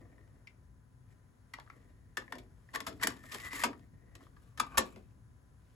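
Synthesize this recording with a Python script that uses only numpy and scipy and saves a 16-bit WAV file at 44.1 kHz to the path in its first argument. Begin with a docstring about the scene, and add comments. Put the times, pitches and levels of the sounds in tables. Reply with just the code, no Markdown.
"""A quiet room, close to a tape deck that stands left of a small stereo microphone.
A hand drops a plastic cassette into the open door, slides it home and pushes the door shut.
Contacts are noise bursts ringing shell, holder and cabinet; rubbing is uneven noise through the same bodies.
A trembling tone makes the squeal of the slide and a low decaying sine the thump of the door.
A noise tail echoes the deck; behind it lies a bed of low rumble, soft air noise and hum lines."""
import sys
import numpy as np
from scipy import signal
from scipy.fft import rfft, irfft, next_fast_len
from scipy.io import wavfile
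from scipy.ndimage import uniform_filter1d, map_coordinates

SR = 44100
rng = np.random.default_rng(int(sys.argv[2]) if len(sys.argv) > 2 else 0)


def wav_out(sig):
    """Save sig, one row per channel (or a flat mono array), as 16-bit PCM at SR to the path in sys.argv[1]."""
    wavfile.write(sys.argv[1], SR, np.round(np.clip(np.atleast_2d(sig).T, -1, 1) * 32767).astype(np.int16))


N = 253558  # length [samples]

# Touches of cassette, hand and door on the deck: (time [s], click level [dB], cabinet over click [dB],
# holder over click [dB], shell over click [dB], holder pitch [Hz], shell pitch [Hz], rise [ms], chatter t60 [ms])
CONTACTS = [(0.178, -75.5, 7, 12, 14.5, 1000, 1840, 1.8, 20),
            (0.47, -58, -24, -8, 12.5, 1190, 2110, 2.73, 40),
            (1.535, -45, -19.5, 3, 5.5, 1220, 1960, 3.65, 25), (1.573, -71, 10, 14, 9, 1040, 1730, 2.6, 11),
            (1.585, -66.5, -9, 29.5, 13, 1120, 1730, 1.53, 12),
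            (1.597, -53, -25, -6, -3, 1250, 1720, 3.2, 16), (1.602, -75, 3, 22, 24, 1330, 1840, 2.7, 20),
            (1.662, -72.5, -12, 13, 7, 1170, 1700, 1.8, 13), (1.674, -78, -4, 20, 16, 1250, 1700, 0.81, 12),
            (1.699, -60, -22, 14, 12, 1300, 2020, 1.35, 16), (2.17, -37.5, -8, 3, 8, 1180, 1764, 1.03, 36),
            (2.219, -65, -11, 16, 9, 970, 1750, 2.3, 25), (2.277, -75, -2, 16, 26.5, 1020, 1810, 2.9, 20),
            (2.322, -46.5, -2, 10.5, 13, 1090, 1780, 1.59, 28),
            (2.351, -56.5, 10, 6.5, 3, 990, 1800, 3, 37), (2.382, -55, -2, -13, -3, 1240, 2250, 2.5, 59),
            (2.687, -75.5, -7, 13, 23.5, 1070, 1810, 1.74, 21),
            (2.73, -53, 2.5, 10, 6.5, 1030, 1820, 13.5, 82),
            (2.747, -39.5, -20, 4.5, 4, 1140, 1770, 2.14, 37),
            (2.755, -37.5, -7, 6.5, 5.5, 1140, 1810, 3.76, 17),
            (2.802, -40.5, -6, 2, 2, 1100, 1790, 3.3, 18), (2.864, -41, -3, 3.8, 2, 1298, 1705, 4.6, 88),
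            (2.923, -60.5, -7.5, -10, -23.5, 1090, 1950, 6.3, 23),
            (2.992, -68, 10.5, 10, 13.5, 1320, 2000, 7.7, 90),
            (3.005, -50, -15.5, 7, 2, 1140, 1800, 15, 64), (3.024, -40, -15, 3.3, 6, 1080, 1800, 2.45, 98),
            (3.031, -30.5, -10.5, -6, 5, 1140, 1810, 3.17, 44),
            (3.07, -26.5, -15, -3, -2.1, 1000, 1790, 2.16, 17),
            (3.236, -64, 8.5, 12, 14, 1280, 1740, 3.4, 25),
            (3.317, -45.5, -9, -9, -1.5, 1270, 1970, 3.6, 82),
            (3.339, -41.5, -5, -5, -4, 1006, 1855, 9.9, 11),
            (3.395, -50.5, -13, -8.5, 1.5, 1120, 2090, 7.6, 30),
            (3.465, -55, -31, 0, 2, 1136, 1940, 3.4, 11),
            (3.507, -58.5, -7.5, -2.5, 11.5, 1220, 1990, 3.7, 51),
            (3.536, -51, -19, -3, 5, 1150, 1980, 19, 43), (3.635, -31.5, -6, 10, 2, 1197, 2280, 2.32, 70),
            (3.728, -65, -1.5, 18.5, 11, 1206, 1900, 3.7, 25), (3.794, -67, 5, -7, -7, 993, 1780, 1.2, 11),
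            (4.151, -52, -9, -4.5, -27, 1306, 1750, 2.66, 28),
            (4.205, -72.5, 12.5, 13, -3, 1280, 1860, 2, 46), (4.265, -75, 2.5, 20, 10, 1250, 1640, 2.7, 27),
            (4.364, -72, -8, 13.5, 2, 1213, 1730, 2.36, 54), (4.574, -50, -8, 1, -1, 1270, 1730, 1.8, 73),
            (4.596, -32.5, -13, 8, 0, 1236, 2350, 4.9, 30),
            (4.771, -32, -5.5, 8.5, -4.5, 1130, 2430, 4.37, 72),
            (4.776, -25, -10.5, -0.5, -3.5, 1020, 1790, 5.8, 32),
            (4.959, -60, 12.5, 8.5, 2, 1113, 2120, 1.87, 31)]
# Cabinet resonances: (frequency [Hz], width [Hz], level [dB])
CABINET_MODES = [(183, 96, -8), (271.5, 42, 2), (338.3, 50, -1.5), (371.2, 46, -1), (473, 95, -4.5),
                 (672, 130, -7)]
# Cassette holder resonances: (frequency [multiple of the pitch], width [Hz], level [dB])
HOLDER_MODES = [(.62, 200, -12), (.8, 150.5, -6), (1, 91.8, 1.5), (1.1, 130, -7), (1.27, 180.6, -7)]
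# Cassette shell resonances: (frequency [multiple of the pitch], width [Hz], level [dB])
SHELL_MODES = [(.9, 160, -14), (1, 114, 2), (1.1, 160, -2.5), (1.269, 225.3, -11.5)]
# Small stiff parts, before each hit shifts them a little: (frequency [Hz], width [Hz], level [dB])
TAB_MODES = [(2400, 69, -8.5), (3560, 80, 12), (3380, 80, 0), (4130, 46, 0), (4740, 240, -2.5),
             (4820, 50, -0.5), (5420, 42, -5)]
# Broad spectrum of the click and the scrape: (frequency [Hz], level [dB])
CLICK_SPECTRUM = [(300, -15.5), (1500, 0.5), (2500, 0), (3400, -0.5), (4500, -4.5), (5500, -6), (6500, -19),
                  (9000, -46)]
# Top-end spectrum over the click and the scrape: (frequency [Hz], level [dB])
SIZZLE_SPECTRUM = [(4000, -26.5), (6300, -5), (7200, 3.5), (8200, 5.5), (9300, -2), (10800, 1.5),
                   (12000, 0), (13500, -5), (15200, -7.5), (15900, -29)]
# Sizzle over a click of HARD_DB; it changes by SIZZLE_GROWS dB per dB of click
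SIZZLE_DB, SIZZLE_GROWS, HARD_DB = 1, 0.23, -25.5
FAR_UNTIL_S, FAR_DULL_DB = 2.0, -4.5  # the cassette is still away from the microphone: less sizzle


def contacts():
    """Each contact is a blow inside a short chatter: it clicks and rings shell, holder and, more slowly, the cabinet."""
    out = np.zeros((2, N + SR))
    t = np.arange(SR // 4) / SR
    for s, db, cabinet_db, holder_db, shell_db, holder_hz, shell_hz, rise_ms, t60_ms in CONTACTS:
        sizzle_db = SIZZLE_DB + SIZZLE_GROWS * (db - HARD_DB) + FAR_DULL_DB * (s < FAR_UNTIL_S)
        chatter = burst(t, rise_ms, t60_ms)

        # The quicker the contact, the more one touch dominates; it falls two thirds into the rise
        blow = 0.79 * chatter * pair(len(t), 0.78)
        blow[:, round(rise_ms * SR / 1500)] += np.linalg.norm(chatter) / (1 + rise_ms / 2.2)
        body = filtered(blow, lambda f: (amp(holder_db) * ringing(pitched(HOLDER_MODES, holder_hz), f)
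                                         + amp(shell_db) * ringing(pitched(SHELL_MODES, shell_hz), f)))

        # No two hits land alike
        tabs = [(hz * (1 + 0.034 * rng.standard_normal()), width, level + 1.5 * rng.standard_normal())
                for hz, width, level in TAB_MODES]
        edge = filtered(chatter * pair(len(t), 0.53), lambda f: (
            colour(CLICK_SPECTRUM, f) + amp(-7.0) * ringing(tabs, f)
            + amp(sizzle_db) * colour(SIZZLE_SPECTRUM, f)))

        push = burst(t, rise_ms + 6, 3.24 * t60_ms) * pair(len(t), 0.93)
        thud = amp(cabinet_db) * filtered(push, lambda f: ringing(CABINET_MODES, f))
        out[:, round(s * SR):][:, :len(t)] += amp(db) * (body + edge + thud)
    return out[:, :N]


# The door lands on the cabinet: (time [s], level [dB], frequency [Hz], t60 [ms])
THUMPS = [(4.778, -36, 77.7, 76)]


def thump():
    """The whole cabinet rocks for a few low cycles."""
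    out = np.zeros(N)
    t = np.arange(SR // 4) / SR
    for s, db, hz, t60_ms in THUMPS:
        out[round(s * SR):][:len(t)] += amp(db) * burst(t, 6.3, t60_ms) * np.sin(2 * np.pi * hz * t)
    return out


# The cassette slides down its guide in two goes:
# (time [s], pressure as scrape level [dB], squeal pitch [Hz], squeal level [dB])
SLIDE = [(3.14, -86, 1760, -76), (3.22, -70.5, 1791, -61), (3.305, -63, 1800, -57.5),
         (3.34, -55.5, 1840, -63), (3.375, -62.5, 1876, -65.5), (3.42, -61.5, 2008, -54),
         (3.472, -54.5, 1990, -42), (3.494, -65.5, 1960, -60.5), (3.52, -53.5, 1997, -46.5),
         (3.55, -47.5, 2028, -39.5), (3.585, -50, 2110, -55.5), (3.626, -44, 2150, -48),
         (3.645, -72.5, 2050, -70.5)]


def squeal():
    """Stick and slip lock to one mode: a fuzzy tone whose strength and phase tremble."""
    _, hz, db = curves(SLIDE)
    phase = 2 * np.pi * np.cumsum(hz) / SR + 0.85 * wobble(160)
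    return amp(db + 2.8 * wobble(130)) * np.sin(phase)


RUB_SIZZLE_DB = -0.5  # sizzle over the scrape
HOLDER_HZ = 1170  # holder pitch under rubbing
# The pushed door clamps the shell and lifts its pitch
PRESSED_S, LOOSE_SHELL_HZ, PRESSED_SHELL_HZ = 4.4, 1854, 2360


def rubbing():
    """Sliding surfaces catch and slip unevenly and feed the same bodies as the contacts."""
    scrape, cabinet, holder, shell = friction()
    pressed = np.arange(N) / SR > PRESSED_S
    grip = amp(2.3 * wobble(90) + 2.8 * wobble(350))  # shared by every layer

    def drag(alike):
        return unit(grip * amp(1.6 * wobble(40)) * pair(N, alike))

    def shell_ring(pitch_hz):
        return lambda f: ringing(pitched(SHELL_MODES, pitch_hz), f)

    return (filtered(scrape * drag(0.8), lambda f: colour(CLICK_SPECTRUM, f))
            + filtered(amp(RUB_SIZZLE_DB) * scrape * drag(0.74), lambda f: colour(SIZZLE_SPECTRUM, f))
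            + filtered(cabinet * drag(0.9), lambda f: ringing(CABINET_MODES, f))
            + filtered(holder * drag(1.0), lambda f: ringing(pitched(HOLDER_MODES, HOLDER_HZ), f))
            + filtered(shell * ~pressed * drag(1.0), shell_ring(LOOSE_SHELL_HZ))
            + filtered(shell * pressed * drag(0.49), shell_ring(PRESSED_SHELL_HZ)))


# Hand strokes: the open door settles, a finger shifts, the cassette is brought up and seated in the guide,
# the hand slips off, lands, swings the door in and leaves:
# (peak time [s], rise [s], fall [s], scrape [dB], cabinet [dB], holder [dB], shell [dB])
STROKES = [(0.0, .1, 0.9, -86, -64.5, -81, -74), (1.119, .08, 0.08, -79.5, -78, -89, -73.5),
           (1.76, 0.52, 0.58, -82, -69, -80.5, -75), (2.352, 0.34, 0.18, -79.5, -63, -95, -75),
           (2.89, 0.41, 0.43, -71.5, -66, -71.5, -86), (4.201, 0.74, 0.11, -89.5, -67, -83, -71.5),
           (4.24, 0.062, .06, -68.5, -66.5, -71, -86), (4.46, .45, 0.57, -81.5, -75, -76, -93),
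           (4.66, .08, .15, -78, -66.5, -57.5, -70.5), (4.758, 0.14, 0.037, -70, -57.5, -50, -59),
           (5.7, .21, 0.5, -80.5, -75.5, -86, -91)]
SWELL_DB = 24.5  # gained over a rise and lost over a fall
# What the slide sends to scrape, cabinet, holder and shell: (level over the pressure [dB])
SLIDE_FEEDS_DB = [0.5, -5, -1.5, 4.5]
# Loose parts rattle on in scrape, cabinet, holder and shell: (level relative to the click [dB])
RATTLE_DB = [-35, -30.5, -33, -33.5]
RATTLE_T60_S = 0.61


def friction():
    """Gains of scrape, cabinet, holder and shell: slide, hand strokes and the rattle after contacts add in power."""
    t = np.arange(N) / SR
    pressure_db = curves(SLIDE)[0]
    power = amp(2 * (pressure_db + np.c_[SLIDE_FEEDS_DB]))
    for peak, rise, fall, *db in STROKES:
        away = np.where(t < peak, (peak - t) / rise, (t - peak) / fall)
        power += np.outer(amp(2 * np.array(db)), amp(-2 * SWELL_DB * away))
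    # Every contact kicks the rattle, which then dies away exponentially
    kick_at = [round(row[0] * SR) for row in CONTACTS]
    kick_power = [amp(2 * row[1]) for row in CONTACTS]
    kicks = np.bincount(kick_at, kick_power, N)
    rattle = signal.lfilter([1], [1, -amp(-2 * 60 / (RATTLE_T60_S * SR))], kicks)
    return np.sqrt(power + amp(2 * np.c_[RATTLE_DB]) * rattle)


# Decay of the room: (frequency [Hz], t60 [s])
WALL_DECAY = [(100, 0.97), (260, 0.3), (700, .22), (1800, 0.16), (5000, 0.16), (13000, 0.037)]


def walls(x):
    """Each frequency of the room's answer dies at its own speed, alike at both ports in the bass."""
    out = np.zeros((2, N + 2 * SR))
    step = SR // 4  # a new noise tail every quarter second
    for i in range(0, N, step):
        hz, t, (a, b) = signal.stft(rng.standard_normal((2, SR // 2)), SR, nperseg=256)
        alike = 1 / (1 + (hz[:, None] / 600) ** 2)
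        z = np.array([a, alike * a + np.sqrt(1 - alike ** 2) * b])
        decay = amp(-60 * t / along(WALL_DECAY, hz)[:, None])
        tail = signal.istft(z * decay, SR, nperseg=256)[1]
        wet = signal.fftconvolve(x[:, i:i + step], tail / np.linalg.norm(tail[0]), axes=1)
        out[:, i + 200:][:, :wet.shape[1]] += wet  # pre-delay of 200 samples
    return out[:, :N]


# Low house rumble: (frequency [Hz], level [dB])
RUMBLE_SPECTRUM = [(20, -34), (32, -15), (50, 3.5), (80, -0.5), (110, 4), (160, -7), (250, -12.5),
                   (400, -24.5), (800, -48.5)]
# Slow swells of the rumble, a little stronger while the deck is handled: (time [s], level [dB])
RUMBLE_LEVEL = [(0.0, -58), (0.4, -60.5), (2.6, -60.5), (2.93, -57.5), (4.5, -58.5), (4.85, -56.5),
                (5.36, -60.5), (5.75, -60.5)]
# Soft air noise: (frequency [Hz], level [dB])
AIR_SPECTRUM = [(150, -4.5), (400, 12), (700, 7), (1100, 5), (1700, 6), (2500, -7), (5000, -10.5),
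                (8600, -7.5), (9300, -2), (10000, -3.5), (12500, -18), (14300, -18.5), (15300, -52.5)]
AIR_DB, AIR_WAVERS_DB = -74.5, 0.8
# Steady hum lines, before they waver: (frequency [Hz], peak level [dB])
HUM_LINES = [(118.4, -74), (199.2, -81), (253.0, -77.5), (899.0, -99), (1007, -84)]


def room():
    """Low house rumble, soft air noise and wavering hum lines."""
    rumble_db, = curves(RUMBLE_LEVEL)
    air_db = AIR_DB + AIR_WAVERS_DB * wobble(2.7)
    t = np.arange(N) / SR
    hum = sum(amp(db + 1.1 * wobble(7.8)) * np.sin(2 * np.pi * hz * t + 0.33 * wobble(8.2))
              for hz, db in HUM_LINES)
    rumble = amp(rumble_db) * rush(RUMBLE_SPECTRUM, patchy_db=1.2)
    air = amp(air_db) * rush(AIR_SPECTRUM, patchy_db=0.2)
    return rumble + air + hum


# Stereo width of the rumble and air beds: (frequency [Hz], left-right likeness [0 to 1])
BED_LIKENESS = [(30, .93), (80, 0.92), (300, 0.4), (700, 0.067), (5000, 0.15)]


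def rush(spectrum, patchy_db):
    """Stereo noise of rms 1 with patches of random gain in time and frequency."""
    z = signal.stft(rng.standard_normal((2, N)), nperseg=512)[2]
    field = uniform_filter1d(rng.standard_normal(z.shape[1:]), size=6, axis=0)
    field = uniform_filter1d(field, size=14, axis=1)
    noise = signal.istft(z * amp(patchy_db * unit(field)), nperseg=512)[1][:, :N]

    def mid_side(hz):
        turn = np.arccos(np.clip(along(BED_LIKENESS, hz), -1, 1)) / 2
        return amp(along(spectrum, hz)) * np.array([np.cos(turn), np.sin(turn)])

    mid, side = filtered(noise, mid_side)
    return unit(np.array([mid + side, mid - side]))


def burst(t, rise_ms, t60_ms):
    """Envelope of chatter: it swells smoothly, then dies away."""
    rise = rise_ms / 1000
    swell = np.sin(np.pi / 2 * np.minimum(t / rise, 1)) ** 2
    return swell * amp(-60000 * np.maximum(t - rise, 0) / t60_ms)


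def pitched(modes, pitch_hz):
    """Modes that shift with grip and position."""
    return [(k * pitch_hz, width, db) for k, width, db in modes]


def ringing(modes, f):
    """Causal sum of resonances, weak far below and above them; white noise of rms 1 comes out at rms 1."""
    total = 0
    for k, (centre, width, db) in enumerate(modes):
        mode = 1j * f * width / (centre * centre - f * f + 1j * f * width)
        total = total + (-1) ** k * amp(db) * mode
    low_cut = 1j * f / (modes[0][0] + 1j * f)
    high_cut = 1 / (1 + 1j * f / modes[-1][0])
    return unit(total * low_cut * high_cut)


def colour(points, f):
    """A broad spectrum; white noise of rms 1 comes out at rms 1."""
    return unit(amp(along(points, f)))


def pair(n, alike):
    """Left and right noise that share a part."""
    a, b = rng.standard_normal((2, n))
    return np.array([a, alike * a + np.sqrt(1 - alike ** 2) * b])


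def wobble(rate):
    """A smooth random curve, rate knots a second."""
    knots = rng.standard_normal(int(N * rate / SR) + 4)
    return map_coordinates(knots, [np.arange(N) * rate / SR])


def curves(rows):
    """One value per sample for each column after the time; -130 (silence for a level) outside the rows."""
    s, *cols = np.transpose(rows)
    return [np.interp(np.arange(N) / SR, s, c, left=-130, right=-130) for c in cols]


def along(points, hz):
    """Reads (frequency [Hz], value) points on a log frequency axis."""
    f, v = np.transpose(points)
    return np.interp(np.log(hz + 1), np.log(f + 1), v)


def filtered(x, response):
    """Shapes x with a complex response of frequency, zero-padded to leave room for the ringing."""
    n = x.shape[-1]
    m = next_fast_len(2 * n if n < SR else n + SR)
    return irfft(rfft(x, m) * response(np.fft.rfftfreq(m, 1 / SR)), m)[..., :n]


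def amp(db):
    """Decibels to linear gain."""
    return 10 ** (np.asarray(db) / 20)


def unit(x):
    """Scales x to rms 1."""
    return x / np.sqrt(np.mean(np.abs(x) ** 2) + 1e-20)


# The deck as it reaches the two ports: (frequency [Hz], lead of the left [radians])
LEFT_LEAD = [(100, 0.15), (300, 0), (600, 1.4), (1000, 0.44), (1400, 1.3), (1800, 1.3), (2600, 1.4),
             (3600, 0.74), (4600, .3), (6000, 0.22)]


def scene():
    """Deck, its echo in the room, the thump of the door, and the room itself."""
    deck = contacts() + rubbing() + squeal()
    deck = filtered(deck, lambda hz: np.exp(0.5j * along(LEFT_LEAD, hz) * np.array([[1], [-1]])))
    return deck + amp(-9.5) * walls(deck) + thump() + room()


# Port balance: (frequency [Hz], left over right [dB])
LEFT_OVER_RIGHT = [(30, 1.5), (110, 4), (300, 0.5), (800, 5), (2500, 3), (5200, 6.5)]
SHARED_HZ, TOP_HZ = 6000, 16500  # one treble signal from here up; nothing from the top on
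TREBLE_LAG = 10  # [samples]


def record(dry):
    """Lows and mids come from two ports, the left louder; the treble is one signal, late and inverted on the left."""
    def share(hz):
        return 1 / (1 + (SHARED_HZ / (hz + 1)) ** 24)

    def port_response(hz):
        balance = amp(along(LEFT_OVER_RIGHT, hz) / 2 * np.array([[1], [-1]]))
        return np.sqrt(1 - share(hz)) * balance

    def treble_response(hz):
        late = -np.exp(-2j * np.pi * hz * TREBLE_LAG / SR)
        return np.sqrt(share(hz)) * np.array([late, np.ones_like(hz)])

    ports = filtered(dry, port_response)
    treble = filtered(dry[1], treble_response)
    return filtered(ports + treble, lambda hz: hz < TOP_HZ)


dry = scene()
out = record(dry)
wav_out(out)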